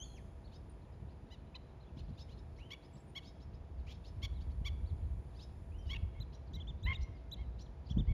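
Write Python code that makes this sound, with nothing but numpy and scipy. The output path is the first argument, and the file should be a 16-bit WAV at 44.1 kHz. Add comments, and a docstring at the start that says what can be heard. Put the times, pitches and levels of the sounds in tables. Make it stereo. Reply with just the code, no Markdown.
"""A tidal flat with shorebirds: a stilt yaps and squawks, a small wader pips, swallows chirp further off.
The stilt's voice is a stack of overtones shaped by its throat and beak; the other birds sing purer tones,
among them whistles, one wail and a faint twittering flock. Each call trails a thin echo from the banks.
Gusts of wind buffet the microphone over open air, a low, distant hum and a thin hiss."""
import sys
import numpy as np
from scipy import signal
from scipy.fft import rfft, irfft, next_fast_len
from scipy.io import wavfile
from scipy.ndimage import uniform_filter1d, map_coordinates

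SR = 44100
rng = np.random.default_rng(int(sys.argv[2]) if len(sys.argv) > 2 else 0)


def inscribe(sig):
    """Save sig as 16-bit PCM at rate SR to the path in sys.argv[1].

    A 1-D sig is mono; a 2-D sig holds one channel per row.
    Samples are clipped to [-1, 1] before scaling.
    """
    pcm = np.round(np.clip(np.atleast_2d(sig).T, -1, 1) * 32767)
    wavfile.write(sys.argv[1], SR, pcm.astype(np.int16))


N = 358533
T = np.arange(N) / SR


def stilt_voice(u, pitch, unrest, beak_hz, nasal, treble_db,
                beak_width_hz=450, jitter=0.098, shimmer=0.69, rasp=0.32, dull_db=8):
    """Overtones pass through the throat and the ringing beak; unrest shakes their pitch and loudness."""
    # how the stilt's throat boosts or weakens each pitch: f/Hz, gain/dB
    throat = [(1050, -14.5), (2200, 4), (3300, 8), (4500, -3), (5700, -5.5), (6900, -11.5), (9500, -26.5),
              (11500, -18.5), (15500, -39)]
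    nasal_base_db, nasal_beak_db = 24, 21   # a fully nasal voice adds these to the lowest tone and beak
    k = np.arange(1, 14)[:, None]
    hz = k * pitch
    phase = phase_of(pitch * (1 + jitter * unrest * drift(1600, len(u))))
    beak_ring = nasal_beak_db / (1 + ((hz - beak_hz) / beak_width_hz) ** 2)
    colour = at_hz(throat, hz) + nasal * (nasal_base_db * (k == 1) + beak_ring)
    brightness = (treble_db - dull_db * u ** 2) * np.clip((hz - 3000) / 2000, 0, 1)   # duller at the ends
    voice = rms_one(np.sum(from_db(colour + brightness) * np.sin(k * phase), axis=0))
    return voice * (1 + unrest * (shimmer * drift(174, len(u)) + rasp * drift(1680, len(u))))


def stilt_yaps(arch=0.23, crack=.9, crack_at=0.14, crack_width=0.19, base_unrest=0.64):
    """Each yap rises and falls in pitch, shakes as it starts and stops, and cracks just past its top."""
    # yaps: middle/s, length/s, top pitch/Hz, level/dB, beak ring/Hz, nasal/0-1, treble/dB, roughness/0-1
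    yaps = [(1.33, 0.068, 1007, -59.5, 3700, 0.28, 2, 0.16),
            (1.56, 0.025, 1034, -49.5, 3920, 0.93, 0, 0.23), (3.173, .056, 1116, -46, 3340, .12, -1.5, .15),
            (4.244, 0.059, 1146, -46.5, 3900, 0.21, 3.5, 0.37),
            (4.67, .054, 1155, -44.5, 2780, 0.23, 1.5, .25),
            (6.176, 0.097, 1110, -70, 2250, 0.66, -17, 0.27), (6.58, .075, 1082, -68, 2150, .3, -11, .2),
            (7.406, .105, 1104, -66.5, 2330, .45, -7, 0.3), (8.11, 0.11, 1120, -60, 2250, 0.67, -4, 0.2)]
    out = np.zeros(N)
    for s, length, top_hz, db, beak_hz, nasal, treble_db, rough in yaps:
        u = span(0, length)
        cracking = crack * np.exp(-((u - crack_at) / crack_width) ** 2)
        unrest = rough * (base_unrest + u ** 2 + cracking)
        voice = stilt_voice(u, top_hz * (1 - arch * u ** 2), unrest, beak_hz, nasal, treble_db)
        add(out, s - length / 2, from_db(db) * voice * swell(u, edge=0.85))
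    return out


def stilt_squawks(rough=0.11, onset_rough=.5, catch_rough=1.53, catch_db=-13, strain_per_s=1.7):
    """A yap pushed too hard: it climbs, catches in stutters as the beak closes, then breaks to a rasp."""
    # squawks: start/s, climb/s, stutter/s, broken part/s, top pitch/Hz, level/dB, beak ring/Hz,
    # nasal/0-1, treble/dB, broken level/dB, broken roughness/0-1
    squawks = [(2.703, 0.026, 0.014, .011, 1139, -46.5, 3060, .2, 2, -57.5, .45),
               (5.891, .037, 0.017, 0.032, 1119, -44.5, 3060, 0.37, 1, -48.5, 0.45),
               (6.854, .039, 0.037, .024, 1063, -41, 2120, 0.9, -12.5, -50.5, .7)]
    rise_share, attack_share, release_s = .2, 0.71, 0.002025
    catch_every_s, catch_s = 0.0201, .003
    closed_beak_hz, beak_closes_s = 2210, 0.0032
    broken_hz, broken_sag = 930, .06
    out = np.zeros(N)
    for start, climb, held, broken, top_hz, db, open_hz, nasal, treble_db, end_db, end_rough in squawks:
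        u = span(0, climb + held)
        t = np.arange(len(u)) / SR
        to_climb = np.clip(1 - t / climb, 0, 1) ** 2
        pitch = top_hz * (1 - rise_share * to_climb)
        catch = sum(np.exp(-((t - at) / catch_s) ** 2) for at in climb + catch_every_s * np.arange(3))
        beak_open = (1 - np.tanh((t - climb) / beak_closes_s)) / 2
        beak_hz = closed_beak_hz + (open_hz - closed_beak_hz) * beak_open
        strain = strain_per_s * np.maximum(t - climb, 0)
        unrest = rough + onset_rough * to_climb + catch_rough * catch + strain
        voice = stilt_voice(u, pitch, unrest, beak_hz, nasal, treble_db)
        fade_in = np.minimum(t / (attack_share * climb), 1) ** 0.71
        fade_out = np.minimum((t[-1] - t) / release_s, 1)
        add(out, start, from_db(db + catch_db * catch) * voice * fade_in * fade_out)
        # after the break the voice is low and harsh
        u = span(0, broken)
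        pitch = broken_hz * (1 - broken_sag * u)
        voice = stilt_voice(u, pitch, end_rough, beak_hz=2640, nasal=0.63, treble_db=-2)
        loudness = from_db(end_db - 3.7 * u) * swell(u, edge=0.42)
        add(out, start + climb + held - release_s, loudness * voice)
    return out


def stilt_squeak_and_wader_pips(arch=0.29, rasp=0.02, octave_db=-14, ends_db=-8, ends_fade=0.54):
    """Nearly pure notes that rise and fall; higher ones are pressed harder and carry more overtones."""
    # a brief squeak that opens one of the stilt's yaps (first row), then the wader's pips:
    # middle/s, length/s, top pitch/Hz, level before the throat/dB
    notes = [(1.549, 0.014, 2600, -66), (6.217, 0.038, 4100, -55.5), (6.553, 0.045, 3960, -55),
             (6.613, 0.037, 3450, -58.5), (6.691, 0.048, 3616, -57), (6.852, 0.051, 3990, -54),
             (6.958, 0.027, 3800, -51.5), (7.331, 0.037, 3980, -47.5), (7.913, 0.038, 3440, -59),
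             (7.995, 0.041, 3620, -55.5)]
    # how the throat boosts or weakens each pitch of these notes: f/Hz, gain/dB
    throat = [(2800, 9), (3900, 1), (6300, -6.5), (7000, -11.5), (7900, -0.5), (10800, -35), (11800, -20.5),
              (16000, -21)]
    out, k = np.zeros(N), np.arange(1, 4)[:, None]
    for s, length, top_hz, db in notes:
        u = span(0, length)
        pitch = top_hz * (1 - arch * abs(u) ** 2.3)
        effort = min(top_hz / 4000, 1) ** 12
        first, second, third = from_db(at_hz(throat, k * pitch)) * np.sin(k * phase_of(pitch))
        tone = (first + from_db(octave_db) * second + effort * third) * swell(u, edge=0.8)
        # a pressed note opens and closes on its octave
        ends = from_db(ends_db) * effort * second * u ** 2 * (1 - ends_fade * u) * swell(u, edge=0.14)
        note = (tone + ends) * (1 + rasp * drift(1500, len(u)))
        add(out, s - length / 2, np.sqrt(2) * from_db(db) * note)
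    return out


def swallows(lower_ratio=.72, lower_db=-5, upper_ratio=1.21, upper_db=-15, sweep=0.19,
             hoarseness=0.56, scratch=0.029, hoarse_db=-3, push_db=3, buzz=0.46):
    """Both sides of the voice box sweep up and level off: three swelling tones in hoarse noise."""
    # rising chirps: middle/s, length/s, top pitch of the main tone/Hz, level/dB
    chirps = [(.545, 0.069, 5200, -68), (1.984, 0.047, 4250, -66), (2.002, 0.024, 3650, -68),
              (2.092, 0.035, 4600, -76), (2.202, .071, 5280, -61.5), (2.31, 0.078, 4180, -69),
              (2.386, 0.044, 5280, -72), (2.578, 0.054, 5900, -76), (2.601, .026, 4010, -71.5),
              (2.84, 0.073, 5160, -74.5), (2.971, .047, 5370, -74.5), (3.261, 0.1, 5300, -65),
              (3.419, .05, 5420, -71.5), (3.545, 0.039, 5260, -75), (3.889, 0.063, 3330, -62.5),
              (3.917, 0.034, 3700, -60.5), (3.92, 0.029, 4500, -64.5), (3.948, 0.03, 5400, -72),
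              (4.066, .069, 5280, -64.5), (4.416, 0.035, 4750, -68), (4.512, .04, 4420, -75),
              (5.364, 0.074, 5100, -73), (5.417, 0.071, 5270, -62), (5.874, .05, 5400, -70.5),
              (6.342, 0.049, 5760, -67), (6.546, .04, 5850, -68.5), (7.022, 0.042, 5850, -64),
              (7.609, 0.055, 5830, -64), (7.902, 0.046, 5850, -66.5)]
    # colour of the hoarse noise: f/Hz, relative level/dB
    hoarse_colour = [(2200, -13), (3300, -2.5), (4800, 1), (6500, -7.5), (10000, -22), (15000, -21)]
    out, hoarse = np.zeros(N), np.zeros(N)
    for s, length, top_hz, db in chirps:
        u = span(0, length)
        pitch = top_hz * (1 - sweep + sweep * np.sin(1.9 * u + .5))
        loudness = from_db(db + push_db * u) * swell(u, edge=0.57)
        for ratio, voice_db in ((1, 0), (lower_ratio, lower_db), (upper_ratio, upper_db)):
            wobble = 1 + scratch * hoarseness * drift(1200, len(u))
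            tone = np.sin(phase_of(ratio * pitch * wobble)) * (1 + buzz * drift(400, len(u)))
            add(out, s - length / 2, from_db(voice_db) * loudness * tone)
        add(hoarse, s - length / 2, hoarseness * loudness)
    return out + from_db(hoarse_db) * hoarse * noise(hoarse_colour, alike=1)[0]


def whistle(pitch, octave_db, waver=0.013, tremble=0.62):
    """A thin, unsteady tone with a second one an octave above."""
    phase = phase_of(pitch * (1 + waver * drift(900, len(pitch))))
    tone = np.sin(phase) + from_db(octave_db) * np.sin(2 * phase)
    return tone * (1 + tremble * drift(149.7, len(pitch)))


def wailing_bird(octave_db=-1, second_hz=4450, sag_hz_per_s=3500, second_db=-68, fade_db_per_s=70):
    """One wail whose strong octave weakens as the pitch drops; a fainter voice joins at its top."""
    # a wail that rises, lingers and drops: t/s, pitch/Hz, level/dB
    wail = [(0, 3040, -53), (.025, 3197, -53.5), (0.041, 3466, -55), (.055, 3160, -69), (.11, 3320, -76),
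            (.15, 3340, -72), (.165, 2960, -62.5), (.19, 1950, -69), (.205, 1650, -75)]
    top_s, end_s = wail[2][0], wail[-1][0]
    out = np.zeros(N)
    pitch, db = (column[T < end_s] for column in in_time(wail))
    voice = whistle(pitch, octave_db - 30 * np.clip(1 - pitch / 3100, 0, 1))
    add(out, 0, from_db(db) * voice * swell(np.linspace(-1, 1, len(pitch)), edge=0.029))
    u = span(0, 0.1)
    t = np.arange(len(u)) / SR
    second_voice = whistle(second_hz - sag_hz_per_s * t, octave_db=-25)
    add(out, top_s, from_db(second_db - fade_db_per_s * t) * second_voice * swell(u, edge=0.074))
    return out


def whistling_birds(slide_top=-0.15, slide_bend=.33, scoop_share=.4, scoop_s=.036, sag_share=0.114):
    """Birds further off whistle short slides, long held notes and very high squeaks."""
    # slides that peak early and fall away: middle/s, length/s, top pitch/Hz, level/dB
    slides = [(0.462, 0.049, 4460, -72.5), (.835, 0.047, 4370, -80), (1.824, 0.06, 4230, -76),
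              (1.876, .042, 3470, -74), (4.362, 0.07, 4100, -72.5), (4.885, .06, 4500, -72),
              (5.808, .07, 5880, -75), (6.475, 0.026, 4870, -73), (7.654, 0.034, 4350, -70),
              (7.87, 0.024, 4780, -70)]
    # long notes that scoop up, hold and sag: start/s, end/s, held pitch/Hz, level/dB
    long_notes = [(2.583, 2.714, 3240, -68), (5.7, 5.898, 3190, -71.5)]
    # thin squeaks: middle/s, length/s, middle pitch/Hz, glide/(Hz per s), level/dB
    squeaks = [(0.71, .034, 9200, -26000, -71), (2.97, .1, 7740, 0, -65), (3.087, .046, 9000, 15000, -71)]
    out = np.zeros(N)
    for s, length, top_hz, db in slides:
        u = span(0, length)
        pitch = top_hz * np.exp(-slide_bend * (u - slide_top) ** 2)
        add(out, s - length / 2, from_db(db) * whistle(pitch, octave_db=-31) * swell(u, edge=0.24))
    for start, end, held_hz, db in long_notes:
        u = span(start, end)
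        scoop = scoop_share * np.exp(-np.arange(len(u)) / SR / scoop_s)
        pitch = held_hz * (1 - scoop - sag_share * np.maximum(u, 0) ** 2)
        add(out, start, from_db(db) * whistle(pitch, octave_db=-27) * swell(u, edge=0.073))
    for s, length, hz, glide, db in squeaks:
        u = span(0, length)
        pitch = hz + glide * u * length / 2
        add(out, s - length / 2, from_db(db) * whistle(pitch, octave_db=-40) * swell(u, edge=.3))
    return out


def flock(level_db=-81, count=60, centre_hz=4200, sweep=0.24, length_s=.04,
          lower_ratio=.72, lower_db=-3, buzz=.6):
    """The rest of the flock twitters far off: raspy two-voiced sweeps at random moments, most rising."""
    out = np.zeros(N)
    for when, height, slope, size in rng.random((count, 4)):
        u = span(0, length_s * (.5 + size))
        middle_hz = centre_hz * 2 ** ((height - .5) / 2)
        direction = np.sign(slope - .3)
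        phase = phase_of(middle_hz * np.exp(sweep * (direction * u - u ** 2 / 2)))
        tone = np.sin(phase) + from_db(lower_db) * np.sin(lower_ratio * phase)
        tone *= 1 + buzz * drift(600, len(u))
        add(out, when * N / SR, from_db(level_db) * (.5 + size) * tone * swell(u, edge=0.55))
    return out


def bank_echoes(calls, fade_s, dull_hz, near_s, near_db, width=0.13, echoes_per_s=3000):
    """Calls bounce off the mud close by, then come back as dull echoes from the banks and bushes."""
    t = np.arange(SR) / SR
    decay = from_db(-60 * t / fade_s) + from_db(near_db) * np.exp(-t / near_s)
    echoes = rng.standard_normal((2, SR)) * (rng.random((2, SR)) < echoes_per_s / SR)
    echoes *= decay * (t > .004)
    echoes /= np.sqrt(np.sum(echoes ** 2) / 2)
    echoes = signal.sosfilt(signal.butter(1, dull_hz, fs=SR, output="sos"), echoes)
    mid, side = signal.fftconvolve(calls[None], echoes, axes=1)[:, :N]
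    return mid + width * side * [[1], [-1]]


def microphone_openings(pair):
    """The microphone's two openings hear the birds slightly out of step."""
    # how far the left opening is ahead of the right: f/Hz, lead/radians
    left_lead = [(2050, 0.13), (2300, 0.32), (3200, 0.66), (4000, .6), (4800, 0.52), (5500, 0.23)]
    size = next_fast_len(N + 2000)
    lead = at_hz(left_lead, np.arange(size // 2 + 1) * SR / size + 1)
    return irfft(rfft(pair, size) * np.exp(.5j * lead * [[1], [-1]]), size)[:, :N]


def swirls(colour):
    """Air swirls at the microphone; its slow swings are evened out so the gusts set its strength."""
    air = noise(colour, alike=0.915)
    power = uniform_filter1d(np.mean(air ** 2, axis=0), size=SR // 9)
    return air / np.sqrt(power + 1e-6)


def wind(breeze_flutter_db=-57, flutter_trim_db=-2, lumps_db=3, attack_s=0.028, release_s=0.03):
    """A breeze and its gusts drive a rumble and a lumpy flutter; single swirls thump the microphone."""
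    # breeze on the microphone: t/s, rumble/dB
    breeze = [(0, -51), (1.15, -53), (1.85, -55.5), (2.55, -48.5), (2.8, -60), (3.25, -57), (3.5, -49.5),
              (8.13, -49)]
    # gusts: start/s, hold/s, rumble/dB, flutter before its trim/dB
    gusts = [(0.997, 0.067, -49.5, -65), (1.976, 0.18, -47.5, -54), (3.764, 0.1, -44, -61),
             (4.172, 0.37, -41.5, -56), (4.584, 0.59, -39.5, -60.5), (5.712, 0.09, -44.5, -60),
             (5.866, 0.22, -41, -61), (6.202, 0.017, -41.5, -62), (6.536, 0.21, -45, -51.5),
             (6.854, .05, -34.5, -49.5), (7.0, 0.032, -37.5, -62), (7.38, .18, -44.5, -51.5),
             (7.963, 0.054, -32, -38), (8.085, 0.03, -30, -41.5)]
    # colours of the deep rumble and the higher flutter: f/Hz, relative level/dB
    rumble_colour = [(20, -35), (30, -26), (42, -2.5), (62, 6.5), (84, -1.5), (130, -21.5), (190, -38)]
    flutter_colour = [(80, -1.5), (120, 4), (160, 0), (220, -12), (320, -20), (500, -34.5), (900, -56)]
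    # sharp thumps: t/s, peak level/dB, f/Hz
    thumps = [(1.972, -40.5, 190), (2.111, -39.5, 160), (4.617, -38, 130), (6.035, -30, 90.5),
              (6.207, -34.5, 88.4), (7.913, -28.5, 121), (7.9734, -23.5, 172), (8.005, -25.5, 149)]
    rumble, flutter = from_db(in_time(breeze)[0]), from_db(breeze_flutter_db)
    for start, hold, rumble_db, flutter_db in gusts:
        before = np.clip((start - T) / attack_s, 0, 30)
        after = np.clip((T - start - hold) / release_s, 0, 30)
        gust = np.exp(-before - after)
        rumble = np.hypot(rumble, from_db(rumble_db) * gust)
        flutter = np.hypot(flutter, from_db(flutter_db) * gust)
    out = rumble * swirls(rumble_colour)
    out += from_db(flutter_trim_db + lumps_db * drift(30, N)) * flutter * swirls(flutter_colour)
    for s, db, hz in thumps:
        x = (np.pi * hz * (T - s)) ** 2
        out += from_db(db) * (1 - 2 * x) * np.exp(-np.minimum(x, 50))   # a pressure peak between two dips
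    return out


def distant_hum(waver_hz=3):
    """A few faint, low tones, each wavering on its own."""
    # tones of the hum: f/Hz, level/dB
    tones = [(154, -75), (362, -71.5), (483, -73.5), (665, -73), (968, -77), (1058, -85.5)]
    return sum(from_db(db) * np.sin(phase_of(hz + waver_hz * drift(14, N))) for hz, db in tones)


def high_hiss(trim_db=-1):
    """A thin, high hiss that swells and fades."""
    # loudness of the hiss: t/s, level before its trim/dB
    levels = [(0, -69.5), (.36, -81), (1.8, -87), (2.2, -83.5), (3.15, -80.5), (3.6, -88.5), (4.1, -81),
              (4.75, -79), (5.95, -79), (6.35, -87.5), (8.13, -87.5)]
    # colour of the hiss: f/Hz, relative level/dB
    colour = [(6000, -26), (8500, 0), (10000, -9), (11500, -27.5), (15000, -21)]
    return from_db(in_time(levels)[0] + trim_db) * noise(colour)


def open_air(level_db=-61.5):
    """The soft, steady rush of the open air."""
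    # colour of the air: f/Hz, relative level/dB
    colour = [(120, -30), (200, -2), (419, -7), (485, -1.5), (560, -10.5), (659, -9), (734, -8.5),
              (946, -14.5), (1330, -20), (3870, -33.5), (7020, -41.5), (8120, -58), (9210, -41.5),
              (10100, -45), (15000, -66.5)]
    return from_db(level_db) * noise(colour)


def noise(colour, alike=None):
    """Stereo noise of strength 1, built from half-octave bands; `alike` is how well its sides match."""
    # how alike the air sounds on the left and right: f/Hz, likeness/0-1
    air_likeness = [(50, 0.6), (250, 0.88), (500, 0.32), (1000, 0), (2000, 1), (5000, 0.95), (8000, 0.24),
                    (12000, 0.3)]
    out, white = 0, rng.standard_normal((2, 2, N))
    edges = 20 * 2 ** (np.arange(20) / 2)
    for k, (low, high) in enumerate(zip(edges, edges[1:])):
        hz = np.sqrt(low * high)
        if colour[0][0] <= hz <= colour[-1][0]:
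            band = signal.butter(2, [low, high], "band", fs=SR, output="sos")
            mid, side = signal.sosfilt(band, white[k % 2])
            likeness = np.clip(at_hz(air_likeness, hz) if alike is None else alike, 0, 1)
            pair = np.sqrt(1 + likeness) * mid + np.sqrt(1 - likeness) * side * [[1], [-1]]
            out = out + from_db(at_hz(colour, hz)) * pair
    return rms_one(out)


def from_db(db):
    """Turns decibels into a factor to multiply by."""
    return 10 ** (np.asarray(db) / 20)


def rms_one(x):
    """Scales a sound to an average strength (rms) of 1."""
    return x / np.sqrt(np.mean(x ** 2) + 1e-20)


def in_time(rows):
    """Joins a table's timed points with straight lines, giving one value per sample for each column."""
    s, *columns = np.transpose(rows)
    return [np.interp(T, s, c) for c in columns]


def at_hz(points, hz):
    """Reads between a table's frequencies, with octaves evenly spaced."""
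    known_hz, values = np.transpose(points)
    return np.interp(np.log(hz), np.log(known_hz), values)


def drift(rate, size):
    """A smooth random wobble of size near 1, with about `rate` turns a second."""
    knots = np.arange(size) * rate / SR
    return map_coordinates(rng.standard_normal(size // 8 + 4), [np.minimum(knots, size // 8)], order=2)


def add(out, start_s, sound):
    """Mixes a sound in from a given time."""
    at = round(start_s * SR) + np.arange(len(sound))
    inside = (at >= 0) & (at < N)
    out[at[inside]] += sound[inside]


def span(start_s, end_s):
    """Progress through a note, called u: -1 at its start, 1 at its end."""
    return np.linspace(-1, 1, max(int((end_s - start_s) * SR), 64))


def swell(u, edge):
    """A note's loudness: full in the middle, closing smoothly over the outer share `edge`."""
    return np.sin(np.pi / 2 * np.clip((1 - abs(u)) / edge, 0, 1)) ** 2


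def phase_of(hz):
    """The running angle of a wave whose pitch may change."""
    return 2 * np.pi * np.cumsum(hz) / SR


def scene():
    """Near birds are clear, with a long faint echo; far ones are blurred by stronger echoes."""
    stilt, high_notes = stilt_yaps() + stilt_squawks(), stilt_squeak_and_wader_pips()
    chirps, whistles = swallows(), whistling_birds() + wailing_bird()
    near_calls = from_db(-14) * stilt + from_db(-16) * high_notes
    near_echo = bank_echoes(near_calls, fade_s=0.9, dull_hz=3400, near_s=0.015, near_db=3.5)
    far_calls = from_db(-5.5) * chirps + from_db(-4.5) * whistles + flock()   # the flock is only echo
    far_echo = bank_echoes(far_calls, fade_s=0.81, dull_hz=7000, near_s=0.018, near_db=13)
    birds = microphone_openings(stilt + high_notes + chirps + whistles + near_echo + far_echo)
    return birds + wind() + distant_hum() + high_hiss() + open_air()


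def record(dry):
    """The microphone is nearly deaf around 8 kHz; the highest treble is cut and the end closes softly."""
    notch = signal.butter(3, [7350, 9150], "bandstop", fs=SR, output="sos")
    treble_cut = signal.cheby2(14, 60, 16300, fs=SR, output="sos")
    fade = np.minimum((T[-1] - T) / .006, 1)
    return signal.sosfilt(treble_cut, signal.sosfilt(notch, dry)) * fade


dry = scene()
out = record(dry)
inscribe(out)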